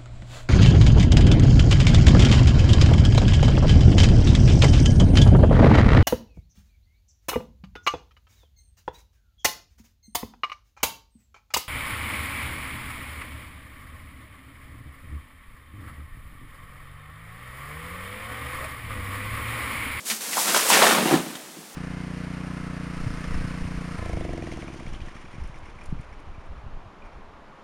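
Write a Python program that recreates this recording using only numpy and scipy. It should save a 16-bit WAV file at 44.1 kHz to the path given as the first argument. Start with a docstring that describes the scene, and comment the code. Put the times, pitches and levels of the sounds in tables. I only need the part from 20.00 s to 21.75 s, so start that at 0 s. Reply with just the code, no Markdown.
"""Dry twigs crackle in a thickening rush as a dead tree topples into the bush. Branches snap as the
crown is crushed, heavy limbs rumble, the trunk thuds down and bounces, and the debris settles.
Each brittle fracture is an impulse, and in the thicker wood it excites damped resonances; each blow
on the ground rings the modes of the trunk. The surrounding trees scatter the sound over a faint hiss."""
import sys
import numpy as np
from scipy import signal
from scipy.fft import rfft, irfft
from scipy.io import wavfile
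from scipy.ndimage import uniform_filter1d

SR = 44100
rng = np.random.default_rng(int(sys.argv[2]) if len(sys.argv) > 2 else 0)


def store_pcm(level_fs):
    """Save levels as 16-bit WAV."""
    pcm = np.round(np.clip(level_fs, -1, 1) * 32767).astype(np.int16)
    wavfile.write(sys.argv[1], SR, np.atleast_2d(pcm).T)


N = 77175


def undb(db):
    """Decibels to amplitude ratio."""
    return 10 ** (np.asarray(db) / 20)


def unit(x):
    """Normalisation to rms 1."""
    return x / np.sqrt(np.mean(x ** 2) + 1e-20)


def burst(x, window_s=0.02):
    """Normalisation of a transient to the energy of one window at rms 1."""
    return x * np.sqrt(window_s * SR / (np.sum(x ** 2) + 1e-20))


def steady(x, size=2205):
    """Normalisation of a random stream by its running rms."""
    return x / np.sqrt(uniform_filter1d(x ** 2, size) + 1e-12)


def envelope(points):
    """Amplitude envelope through (time [s], level [dB]) points."""
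    return undb(np.interp(np.arange(N) / SR, *np.array(points).T))


def colour(x, points, size=4096):
    """Minimum-phase filtering through (frequency [Hz], gain [dB]) points."""
    hz, db = np.array(points).T
    bin_hz = np.arange(size // 2 + 1) * SR / size
    gain = undb(np.interp(np.log(bin_hz + 1), np.log(hz), db))
    cepstrum = irfft(np.log(gain))
    cepstrum[1:size // 2] *= 2  # folding the cepstrum makes the filter causal
    cepstrum[size // 2 + 1:] = 0
    response = irfft(np.exp(rfft(cepstrum)))
    return signal.fftconvolve(x, response)[:len(x)]


def resonate(x, hz, q):
    """Forced response of a damped oscillator, with Q no lower than 0.5."""
    return signal.lfilter(*signal.iirpeak(min(hz, SR / 4), max(q, 0.5), fs=SR), x)


def clicks(per_s, spread_db):
    """Poisson process of impulses, mostly small and a few large."""
    strength = undb(spread_db * np.minimum(rng.exponential(size=N), 4.5))
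    return (rng.random(N) < per_s / SR) * strength * np.sign(rng.standard_normal(N))


def crumble(x, decay_s, tail_db):
    """Exponential decay: the energy of each impulse feeds a short tail of noise."""
    pole = np.exp(-1 / (decay_s * SR / 2))
    power = signal.lfilter([1 - pole], [1, -pole], x ** 2)
    return x + undb(tail_db) * rng.standard_normal(len(x)) * np.sqrt(power)


def add(out, at_s, x):
    """Superposition of a sound at its onset time."""
    start = max(int(at_s * SR), 0)
    out[start:start + len(x)] += x[:N - start]


# Spectrum of the outdoor hiss (frequency [Hz], relative level [dB])
AIR_SPECTRUM = [(25, -1), (90, -15), (190, 6), (350, 5), (900, -2.5), (2500, -6.5), (5000, -4.5),
                (9000, -4.5), (16000, -13.5)]
def air(level_db=-45.5):
    """Stationary filtered noise gives a faint outdoor hiss."""
    return undb(level_db) * unit(colour(rng.standard_normal(N), AIR_SPECTRUM))


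def scatter(x, t60_s=0.85, wet_db=-14.5):
    """Multiple scattering among the trees adds a dense, exponentially decaying tail."""
    t = np.arange(N) / SR
    tail = rng.standard_normal(N) * np.exp(-np.log(1000) * t / t60_s)
    return x + undb(wet_db) * signal.fftconvolve(x, tail / np.linalg.norm(tail))[:N]


STEM_HZ = 219.3
def stem_hum(at_s=0.105, level_db=-34.5, rise_s=0.025, fall_s=0.022):
    """Damped vibration: one mode of the stem swells and dies away after the first crack."""
    age = np.maximum(np.arange(N) / SR - at_s, 0)
    rise = np.minimum(age / rise_s, 1)
    fall = np.exp(-np.maximum(age - rise_s, 0) / fall_s)
    return undb(level_db) * rise * fall * np.sin(2 * np.pi * STEM_HZ * age)


# Envelope of the twig crackle (time [s], level [dB])
TWIG_LEVELS = [(0, -45), (.047, -48), (.060, -33), (.09, -27.5), (.12, -28.5), (.195, -39.5), (.215, -32.5),
               (.28, -33), (.36, -28), (.40, -22.5), (.44, -25.5), (.57, -24.5), (.672, -25.5), (.697, -18),
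               (.74, -22.5), (.80, -22), (.92, -23.5), (1.01, -32), (1.13, -29.5), (1.23, -41),
               (1.37, -46.5), (1.5, -52.5), (1.75, -56)]
# Spectrum of the twig crackle (frequency [Hz], relative level [dB])
TWIG_SPECTRUM = [(80, -36), (150, -14), (400, -3), (1200, 2), (2500, 0.5), (5000, 4), (8500, 6), (12000, 2),
                 (16000, -4.5)]
def twigs():
    """Brittle fracture: thousands of dry twigs break, each with a sharp broadband tick."""
    ticks = crumble(clicks(per_s=3600, spread_db=1.5), decay_s=0.0044, tail_db=3.5)
    return steady(colour(ticks, TWIG_SPECTRUM)) * envelope(TWIG_LEVELS)


# Envelope of the small branches being crushed (time [s], level [dB])
CRUSH_LEVELS = [(0, -100), (.26, -40.5), (.42, -38), (.5, -28.5), (.53, -29.5), (.68, -29), (.73, -20),
                (.805, -19.5), (.84, -17.5), (.92, -20.5), (1.03, -28.5), (1.14, -26), (1.23, -40),
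                (1.45, -49.5), (1.75, -54)]
# Spectral weighting of their cracks (frequency [Hz], relative gain [dB])
CRUSH_SPECTRUM = [(120, -24), (250, -2), (500, 0), (850, 0.5), (1500, -0.5), (2600, -2.5), (4500, -7),
                  (12000, -40)]
def small_branches(pitches=16, cracks_per_s=2200):
    """Impulse response: sticks of many sizes crack, each ringing for a few cycles at its own pitch."""
    cracks = 0
    for hz in np.geomspace(380, 3800, pitches):
        hits = crumble(clicks(cracks_per_s / pitches, spread_db=3), decay_s=0.0066, tail_db=0)
        cracks = cracks + resonate(hits, hz, q=5.2) + 0.36 * hits
    return steady(colour(cracks, CRUSH_SPECTRUM)) * envelope(CRUSH_LEVELS)


# Envelope of the heavy limbs on the ground (time [s], level [dB])
LIMB_LEVELS = [(0, -59), (.08, -56), (.2, -67), (.26, -46), (.33, -49), (.39, -42.5), (.43, -48),
               (.49, -36), (.53, -38.5), (.57, -39), (.66, -56), (.74, -29.5), (.92, -28), (1.03, -25),
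               (1.17, -36), (1.24, -41), (1.45, -65.5), (1.75, -57)]
# Spectrum of their rumble (frequency [Hz], relative level [dB])
LIMB_SPECTRUM = [(25, -5), (70, -18), (120, -12.5), (165, -6.5), (210, -3), (270, -2.5), (340, -0.5),
                 (500, -5.5), (1200, -32)]
def limbs(ring_db=-2.5):
    """Forced vibration: limbs flex and knock on the ground in a rumble that keeps the stem ringing."""
    knocks = clicks(per_s=700, spread_db=2)
    rumble = steady(colour(knocks, LIMB_SPECTRUM))
    ring = steady(resonate(resonate(knocks, STEM_HZ, q=5), STEM_HZ, q=2.9))
    return unit(rumble + undb(ring_db) * ring) * envelope(LIMB_LEVELS)


# Branch fractures (time [s], wood level [dB], resonance [Hz], Q [1], decay time of the tear [s],
# splinter level relative to the wood [dB])
BRANCH_SNAPS = [(0.058, -69, 1620, 0.81, .010, 2), (0.1, -40, 2000, 0.35, 0.0017, 12.5),
                (.107, -38.5, 2300, .6, 0.013, 9.5), (0.207, -42, 2290, 1.3, 0.019, -4),
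                (.331, -34.5, 2220, 1.6, .010, 2), (.370, -24.5, 940, 2.6, 0.015, -33),
                (.380, -25.5, 1010, 9, 0.0027, -21), (.472, -28, 1100, 1.1, 0.049, 3.5),
                (.5455, -21.5, 930, 1.3, 0.0046, 0), (.5625, -23, 830, 0.62, 0.013, 2.5),
                (.601, -31.5, 1180, 3.9, 0.0021, -6), (.633, -50, 1280, 1.2, .006, -8),
                (.701, -18, 904, 5.3, 0.033, -0.5), (0.729, -21.5, 1540, 0.47, 0.025, 6),
                (.770, -25.5, 824, 0.68, .008, 0.5), (.820, -13.5, 850, 2.4, .012, -11),
                (.832, -17, 696, 5.6, 0.013, -6.5), (.8665, -20.5, 1400, 0.74, .007, -4),
                (.908, -20, 950, 0.68, 0.013, -9), (.957, -24, 790, 1.1, 0.029, -14),
                (.981, -24.5, 610, 1.9, 0.011, -12), (1.060, -23, 750, 6, 0.056, -24),
                (1.110, -23.5, 733, 1.2, 0.034, -18), (1.139, -29, 1320, 1.2, 0.0025, -9),
                (1.351, -43.5, 1944, 0.55, .006, 1)]
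# Spectrum of the splinters (frequency [Hz], relative level [dB])
SPLINTER_SPECTRUM = [(80, -22), (200, -4), (450, -1.5), (1200, 1), (2500, 3), (6000, 1.5), (9000, -2.5),
                     (12000, -5), (16000, -19)]
def snaps(size=8192, crack_db=16.5):
    """Cascading fracture: a branch cracks, then tearing fibres ring the wood and spit splinters."""
    out, t = np.zeros(N), np.arange(size) / SR
    for at_s, db, hz, q, tear_s, splinter_db in BRANCH_SNAPS:
        fibres = unit(clicks(per_s=3200, spread_db=1.5))[:size] * np.exp(-t / tear_s)
        force = crumble(fibres, decay_s=0.021, tail_db=-8)
        force[0] += undb(crack_db)
        wood = resonate(resonate(force, hz, q), hz, q=0.7)
        splinters = colour(crumble(fibres, decay_s=0.016, tail_db=4), SPLINTER_SPECTRUM)
        add(out, at_s, undb(db) * (burst(wood) + undb(splinter_db) * burst(splinters)))
    return out


# Blows of the trunk on the ground (time [s], level [dB], thump frequency [Hz])
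TRUNK_BLOWS = [(1.058, -24, 333), (1.111, -24, 302), (1.125, -21, 344), (1.1391, -14.5, 297),
               (1.151, -25, 297), (1.265, -39, 247), (1.352, -43.5, 285), (1.569, -46, 315),
               (1.587, -45, 234)]
# Normal modes of the trunk (frequency [Hz], relative level [dB], time to decay by 60 dB [s])
TRUNK_MODES = [(168.3, 8, 0.19), (191.3, -26, 0.23), (232, -21, 0.14), (320, -21, .16), (373, -33, 0.083),
               (750, -2.5, 0.11)]
# Spectrum of the spray of earth (frequency [Hz], relative level [dB])
EARTH_SPECTRUM = [(25, 16), (60, -6), (110, -10.5), (200, 8.5), (330, 10), (600, -1), (1500, -9.5),
                  (6000, -46), (16000, -50)]
def trunk(size=16384, low_cut_hz=170, thump_q=4.8, ring_db=-2.5, earth_db=-4):
    """Impact excitation: each blow gives a damped thump, rings the log's modes and sprays earth."""
    out, t = np.zeros(N), np.arange(size) / SR
    highpass = signal.butter(3, low_cut_hz, "high", fs=SR, output="sos")
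    for at_s, db, hz in TRUNK_BLOWS:
        thump = np.sin(2 * np.pi * hz * t) * np.exp(-np.pi * hz * t / thump_q)
        ring = 0
        for mode_hz, mode_db, t60_s in TRUNK_MODES:
            detuned_hz = mode_hz * (1 + 0.019 * rng.standard_normal())
            decay = np.exp(-np.log(1000) * t / t60_s)
            ring = ring + undb(mode_db) * np.sin(2 * np.pi * detuned_hz * t) * decay
        earth = colour(rng.standard_normal(size) * np.exp(-t / 0.03), EARTH_SPECTRUM)
        wood = signal.sosfilt(highpass, burst(thump) + undb(ring_db) * burst(ring))
        add(out, at_s, undb(db) * (wood + undb(earth_db) * burst(earth)))
    return out


def scene():
    """Superposition of the falling tree, its scattered sound and the outdoor hiss."""
    tree = twigs() + small_branches() + snaps() + stem_hum() + limbs() + trunk()
    return (scatter(tree) + air())[None]


def record(dry, bass_cut_hz=105, top_hz=15900):
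    """Band limiting and saturation: a small microphone thins the bass, rounds peaks and cuts the top."""
    highpass = signal.butter(2, bass_cut_hz, "high", fs=SR, output="sos")
    lowpass = signal.ellip(10, 0.2, 80, top_hz, fs=SR, output="sos")
    rounded = np.tanh(signal.sosfilt(highpass, dry))
    return signal.sosfilt(lowpass, rounded)


dry = scene()
out = record(dry)
store_pcm(out)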